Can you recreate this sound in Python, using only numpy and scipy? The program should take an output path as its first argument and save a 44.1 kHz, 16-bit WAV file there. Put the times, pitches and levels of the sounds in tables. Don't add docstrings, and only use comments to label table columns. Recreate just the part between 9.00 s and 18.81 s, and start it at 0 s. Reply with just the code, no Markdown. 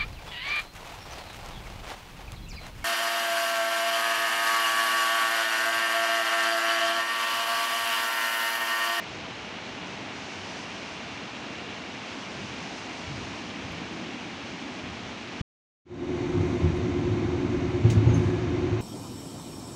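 import sys
import numpy as np
from scipy import signal
from scipy.fft import rfft, irfft, next_fast_len
from scipy.io import wavfile
from scipy.ndimage import uniform_filter1d

SR = 44100
rng = np.random.default_rng(int(sys.argv[2]) if len(sys.argv) > 2 else 0)


def dump_mix(stems):
    frames = np.atleast_2d(stems).T
    limited = np.clip(frames, -1, 1)
    pcm = np.round(limited * 32767).astype(np.int16)
    wavfile.write(sys.argv[1], SR, pcm)


N = 432621
T = np.arange(N) / SR
HZ = np.maximum(np.arange(N // 2 + 1) * SR / N, 1)


def undb(db):
    return 10 ** (np.asarray(db) / 20)


def unit(x):
    return x / np.sqrt(np.mean(x ** 2))


def gain_curve(points):
    times_s, db = np.transpose(points)
    return undb(np.interp(T, times_s, db))


def noise():
    return rng.standard_normal(N)


def shape(x, response):
    size = next_fast_len(N, True)
    bins_hz = np.arange(size // 2 + 1) * SR / size
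    return unit(irfft(rfft(x, size) * np.interp(bins_hz, HZ, response), size)[:N])


def colour(x, points):
    hz, db = np.transpose(points)
    octaves_outside = np.maximum(np.log2(hz[0] / HZ), 0) + np.maximum(np.log2(HZ / hz[-1]), 0)
    return shape(x, undb(np.interp(np.log(HZ), np.log(hz), db) - 27 * octaves_outside))


def walk(rate_hz):
    knots = rng.standard_normal(2048)
    curve = np.interp(T * rate_hz, np.arange(len(knots)), knots)
    return unit(uniform_filter1d(curve, max(int(SR / rate_hz / 2), 1)))


def burst(start_s, rise_s, decay_s):
    age_s = T - start_s
    return np.clip(age_s / rise_s, 0, 1) * np.exp(-np.maximum(age_s - rise_s, 0) / decay_s)


def swell(crest_s, half_s):
    return np.exp(-((T - crest_s) / half_s) ** 2)


def drifting_phase(hz, drift):
    return 2 * np.pi * (rng.random() + np.cumsum(hz * (1 + drift * walk(5))) / SR)


def bubbles(decay_cycles, spread_db, sizes=24, per_size=1500):
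    out = np.zeros(N)
    for hz in np.geomspace(450, 11000, sizes):
        decay_s = decay_cycles / hz
        t = np.arange(int(5 * decay_s * SR)) / SR
        ring = np.exp(-t / decay_s) * np.sin(2 * np.pi * hz * t * (1 + 0.019 * t / decay_s))
        strengths = undb(spread_db * np.minimum(rng.exponential(size=per_size), 5))
        births = np.zeros(N)
        births[rng.integers(0, N, per_size)] = strengths
        out += np.sqrt(hz) * unit(signal.oaconvolve(births, ring)[:N])
    return unit(out)


# frequency in Hz, relative level in dB.
RUSH_SPECTRUM = [(310, -3), (380, .5), (550, -2.5), (650, -0.2), (900, -1.05), (1300, -4.5), (2050, -4),
                 (2350, -1.5), (2650, -4), (2880, -3.5), (3300, -6.5), (4270, -12), (5000, -23.5)]
SPRAY_SPECTRUM = [(2800, -26.5), (4000, -2), (5000, 0.5), (6200, -1.5), (7000, -7.5), (8000, -15.5),
                  (9000, -20), (10000, -28), (12000, -47), (15500, -44.5)]
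SPLASH_SPECTRUM = [(7000, 5.5), (9000, -0.5), (11000, -9.5), (13000, -28)]
# crest in seconds, half length in seconds, spray lift in dB.
RIVER_SURGES = [(1.53, 0.45, 3.6), (3.9, 0.82, 3.5)]


def river(rush_db=-39, rush_db_per_s=-0.1655, rush_surge_share=0.11, spray_db=-52.5):
    surge_db = sum(db * swell(crest_s, half_s) for crest_s, half_s, db in RIVER_SURGES)
    rush_gain = undb(rush_db + rush_db_per_s * T + rush_surge_share * surge_db)
    spray_gain = undb(spray_db + surge_db)
    water = noise() + undb(-5) * bubbles(decay_cycles=2.7, spread_db=-0.5)
    fizz = noise() + undb(-9.5) * bubbles(decay_cycles=2.5, spread_db=2.0)
    splashes = undb(-22) * (spray_gain / spray_gain.max()) ** 2 * colour(noise(), SPLASH_SPECTRUM)
    rush = rush_gain * undb(0.1 * walk(14)) * colour(water, RUSH_SPECTRUM)
    spray = spray_gain * undb(0.63 * walk(18)) * (colour(fizz, SPRAY_SPECTRUM) + splashes)
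    return rush + spray


# frequency in Hz, relative level in dB.
BOOM_SPECTRUM = [(25, -45), (40, -18.5), (60, -8.5), (95, -0.5), (130, -1), (170, -7.5), (260, -35)]
DRONE_SPECTRUM = [(110, -26), (170, -3.5), (220, -1.5), (290, -2), (350, -7), (430, -15.5), (700, -37.5)]
# start in seconds, level in dB.
JOINT_BOOMS = [(0.05, -48), (3.32, -43), (4.02, -37.5), (4.58, -42), (5.78, -40.5)]
# time in seconds, level in dB.
DRONE_CURVE = [(0, -46), (1.8, -44), (4.5, -42), (5.15, -40), (5.55, -42.5), (6.38, -41)]


def departing_train(boom_floor_db=-52, boom_waver_db=0.6, drone_waver_db=0.77):
    joints = sum(undb(db) * burst(start_s, rise_s=0.083, decay_s=0.17) for start_s, db in JOINT_BOOMS)
    boom_gain = np.hypot(joints, undb(boom_floor_db + boom_waver_db * walk(4.13)))
    wheel_gain = gain_curve(DRONE_CURVE) * undb(drone_waver_db * walk(6))
    drone_gain = np.hypot(wheel_gain, undb(-7) * joints)
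    return boom_gain * colour(noise(), BOOM_SPECTRUM) + drone_gain * colour(noise(), DRONE_SPECTRUM)


# time in seconds, rms level in dB.
WHISTLE_CURVE = [(0, -62), (1.2, -57), (2.75, -53), (3.05, -61), (3.5, -57), (6.4, -65)]


def whistle(hz=2758.6):
    return gain_curve(WHISTLE_CURVE) * np.sqrt(2) * np.sin(drifting_phase(hz, drift=0.00016))


def tick(start_s=4.7218, db=-49):
    treble = colour(noise(), [(9000, 1), (13000, -4), (15000, 2)])
    return undb(db) * burst(start_s, rise_s=0.00028, decay_s=0.0004) * treble


def thump(start_s=6.4085, hz=135, peak_db=-22):
    cycle = np.clip((T - start_s) * hz, 0, 1)
    return -undb(peak_db) * np.sin(2 * np.pi * cycle)


# frequency in Hz, width in Hz, relative level in dB.
BODY_MODES = [(63.7, 22, -10), (84.8, 8.3, 2), (111.5, 26.8, -1.5), (166, 16, -9.5), (184, 22, -11.5)]
# time in seconds, level in dB.
BOGIE_CURVE = [(6.86, -36), (7.22, -40), (7.3, -34), (8.7, -32), (9.81, -31.5)]
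# frequency in Hz, relative level in dB.
ROAR_SPECTRUM = [(12, -16), (25, -21.5), (45, -20), (130, -1), (180, -6.5), (250, 2.5), (300, -1),
                 (335, -1.5), (380, -11), (440, -10.5), (700, -25.5)]
AIR_SPECTRUM = [(400, -6.5), (600, -5.5), (850, -6), (1200, -9.5), (1800, -13), (2200, -10.5), (2600, -15),
                (2950, -15), (3300, -19.5), (3700, -16.5), (4000, -20.5), (4400, -21.5), (4900, -26),
                (7000, -40.5)]
GEAR_SPECTRUM = [(4900, -3), (5600, 11), (6650, 9), (7000, 2.5), (7500, 3), (8000, -5), (8700, -6),
                 (10000, -17), (12000, -29), (13500, -34), (15400, -18)]


def rolling(roar_db=-33, air_db=-40.2, gear_db=-58, shake_decay_s=0.17, evenness=0.82):
    shake = np.sqrt(sum((undb(db) * burst(start_s, rise_s, shake_decay_s)) ** 2
                        for start_s, _, db, _, rise_s in TRACK_JOLTS))
    rumble_gain = np.hypot(gain_curve(BOGIE_CURVE), undb(-14.5) * shake)
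    roar_gain = np.hypot(undb(roar_db + 0.9 * walk(9)), undb(-16.5) * shake)
    air_gain = np.hypot(undb(air_db), undb(-30) * shake)
    mode_power = sum(undb(2 * db) / (1 + ((HZ - hz ** 2 / HZ) / width_hz) ** 2) ** 2
                     for hz, width_hz, db in BODY_MODES)
    body = shape(noise(), np.sqrt(mode_power))
    body = unit(body / uniform_filter1d(body ** 2, SR // 12) ** (evenness / 2))
    roar = roar_gain * colour(noise(), ROAR_SPECTRUM)
    air = air_gain * colour(noise(), AIR_SPECTRUM)
    hiss = undb(gear_db) * colour(noise(), GEAR_SPECTRUM)
    return rumble_gain * body + roar + air + hiss


FAN_BLADE_HZ, FAN_HARMONICS = (345.9, 355.8, 365.3), (1, 2, 3, 6, 7)
FAN_LEVELS_DB = [(-36.5, -54.5, -55.5, -60, -66), (-37, -65.5, -72, -73, -67), (-35, -58, -62.5, -71, -68)]


def fans(flutter_db=1.5):
    out = np.zeros(N)
    for hz, levels_db in zip(FAN_BLADE_HZ, FAN_LEVELS_DB):
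        phase = drifting_phase(hz, drift=0.00106)
        for harmonic, db in zip(FAN_HARMONICS, levels_db):
            out += undb(db + flutter_db * walk(11)) * np.sin(harmonic * phase)
    return np.sqrt(2) * out


# frequency in Hz, rms level in dB.
CABIN_TONES = [(160.5, -44), (276.6, -39.5), (292.3, -45.5), (304.5, -44), (2213.4, -62), (2491.5, -64),
               (2557.5, -66), (3113, -68)]


def cabin_hum(flutter_db=2):
    return np.sqrt(2) * sum(undb(db + flutter_db * walk(7.1)) * np.sin(drifting_phase(hz, drift=0.003))
                            for hz, db in CABIN_TONES)


# start in seconds, lower mode in Hz, its level in dB,
# upper mode relative to it in dB, rise in seconds.
TRACK_JOLTS = [(7.35, 97.6, -21.5, -5.5, 0.038), (7.6, 85.2, -17.5, -4, 0.059), (8.098, 98, -23, -16, .015),
               (8.83, 110.6, -11.5, -10.5, 0.024), (8.91, 103, -13.5, -10, .075),
               (9.045, 114.3, -11.5, -15, 0.034), (9.135, 111.7, -22.5, -0.5, .017),
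               (9.235, 103, -18, -5, 0.015), (9.68, 105.3, -22, -23, .045)]


def jolts(upper_hz=162, decay_s=0.047, roughness=0.1):
    out = np.zeros(N)
    for start_s, hz, db, upper_db, rise_s in TRACK_JOLTS:
        lower = np.sin(drifting_phase(hz, drift=0.01556))
        upper = undb(upper_db) * np.sin(drifting_phase(upper_hz, drift=0.0152))
        out += undb(db) * burst(start_s, rise_s, decay_s) * (1 + roughness * walk(50)) * (lower + upper)
    return out


# crest in seconds, half length in seconds, level in dB.
FLANGE_BRUSHES = [(7.52, .22, -63), (9.24, 0.14, -58.5)]
# frequency in Hz, relative level in dB.
FLANGE_SPECTRUM = [(4900, -5), (6200, 1.5), (7500, -6), (9000, -12), (11000, -20), (13500, -35),
                   (15300, -24)]


def flanges():
    contact = sum(undb(db) * swell(crest_s, half_s) for crest_s, half_s, db in FLANGE_BRUSHES)
    return contact * colour(noise(), FLANGE_SPECTRUM)


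# start in seconds, pitch in Hz, width in Hz, level in dB, rise and decay in seconds.
WHEEL_SQUEAKS = [(7.761, 9100, 220, -66, .004, .02), (9.06, 6550, 200, -54, .04, .025),
                 (9.137, 6390, 110, -40.5, .008, .011), (9.135, 9520, 120, -60, .012, .03),
                 (9.12, 6280, 100, -51.5, .035, .045), (9.05, 1680, 50, -50, .25, .35),
                 (8.9, 858, 22, -47, .22, .3)]


def squeaks():
    out = np.zeros(N)
    for start_s, hz, width_hz, db, rise_s, decay_s in WHEEL_SQUEAKS:
        ring = shape(noise(), 1 / (1 + ((HZ - hz) / width_hz) ** 2))
        ring /= np.sqrt(uniform_filter1d(ring ** 2, SR // 100) + 1e-9)
        out += undb(db) * burst(start_s, rise_s, decay_s) * ring
    return out


# start in seconds, level in dB, decay in seconds.
CLACK_HITS = [(8.899, -36, 0.026)]
# frequency in Hz, relative level in dB.
CLACK_SPECTRUM = [(800, -14), (2500, 2), (4000, -2), (5200, -3), (6500, 0.5), (8000, -6.5), (10000, -15.5),
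                  (13000, -29), (15500, -19)]


def clack(rise_s=0.0015):
    envelope = sum(undb(db) * burst(start_s, rise_s, decay_s) for start_s, db, decay_s in CLACK_HITS)
    return envelope * colour(noise(), CLACK_SPECTRUM)


def scene(river_end_s=6.416, cabin_start_s=6.85, cabin_full_s=7.186):
    cut_off = np.clip((river_end_s - T) / 0.0026, 0, 1)
    fade_in = np.clip((T - cabin_start_s) / (cabin_full_s - cabin_start_s), 0, 1)
    bank = cut_off * (river() + departing_train() + whistle() + tick()) + thump()
    cabin = fade_in * (rolling() + jolts() + flanges() + clack() + squeaks() + fans() + cabin_hum())
    return (bank + cabin)[None]


def record(dry):
    return signal.sosfilt(signal.ellip(8, 0.2, 70, 15800, fs=SR, output="sos"), dry)


dry = scene()
out = record(dry)
dump_mix(out)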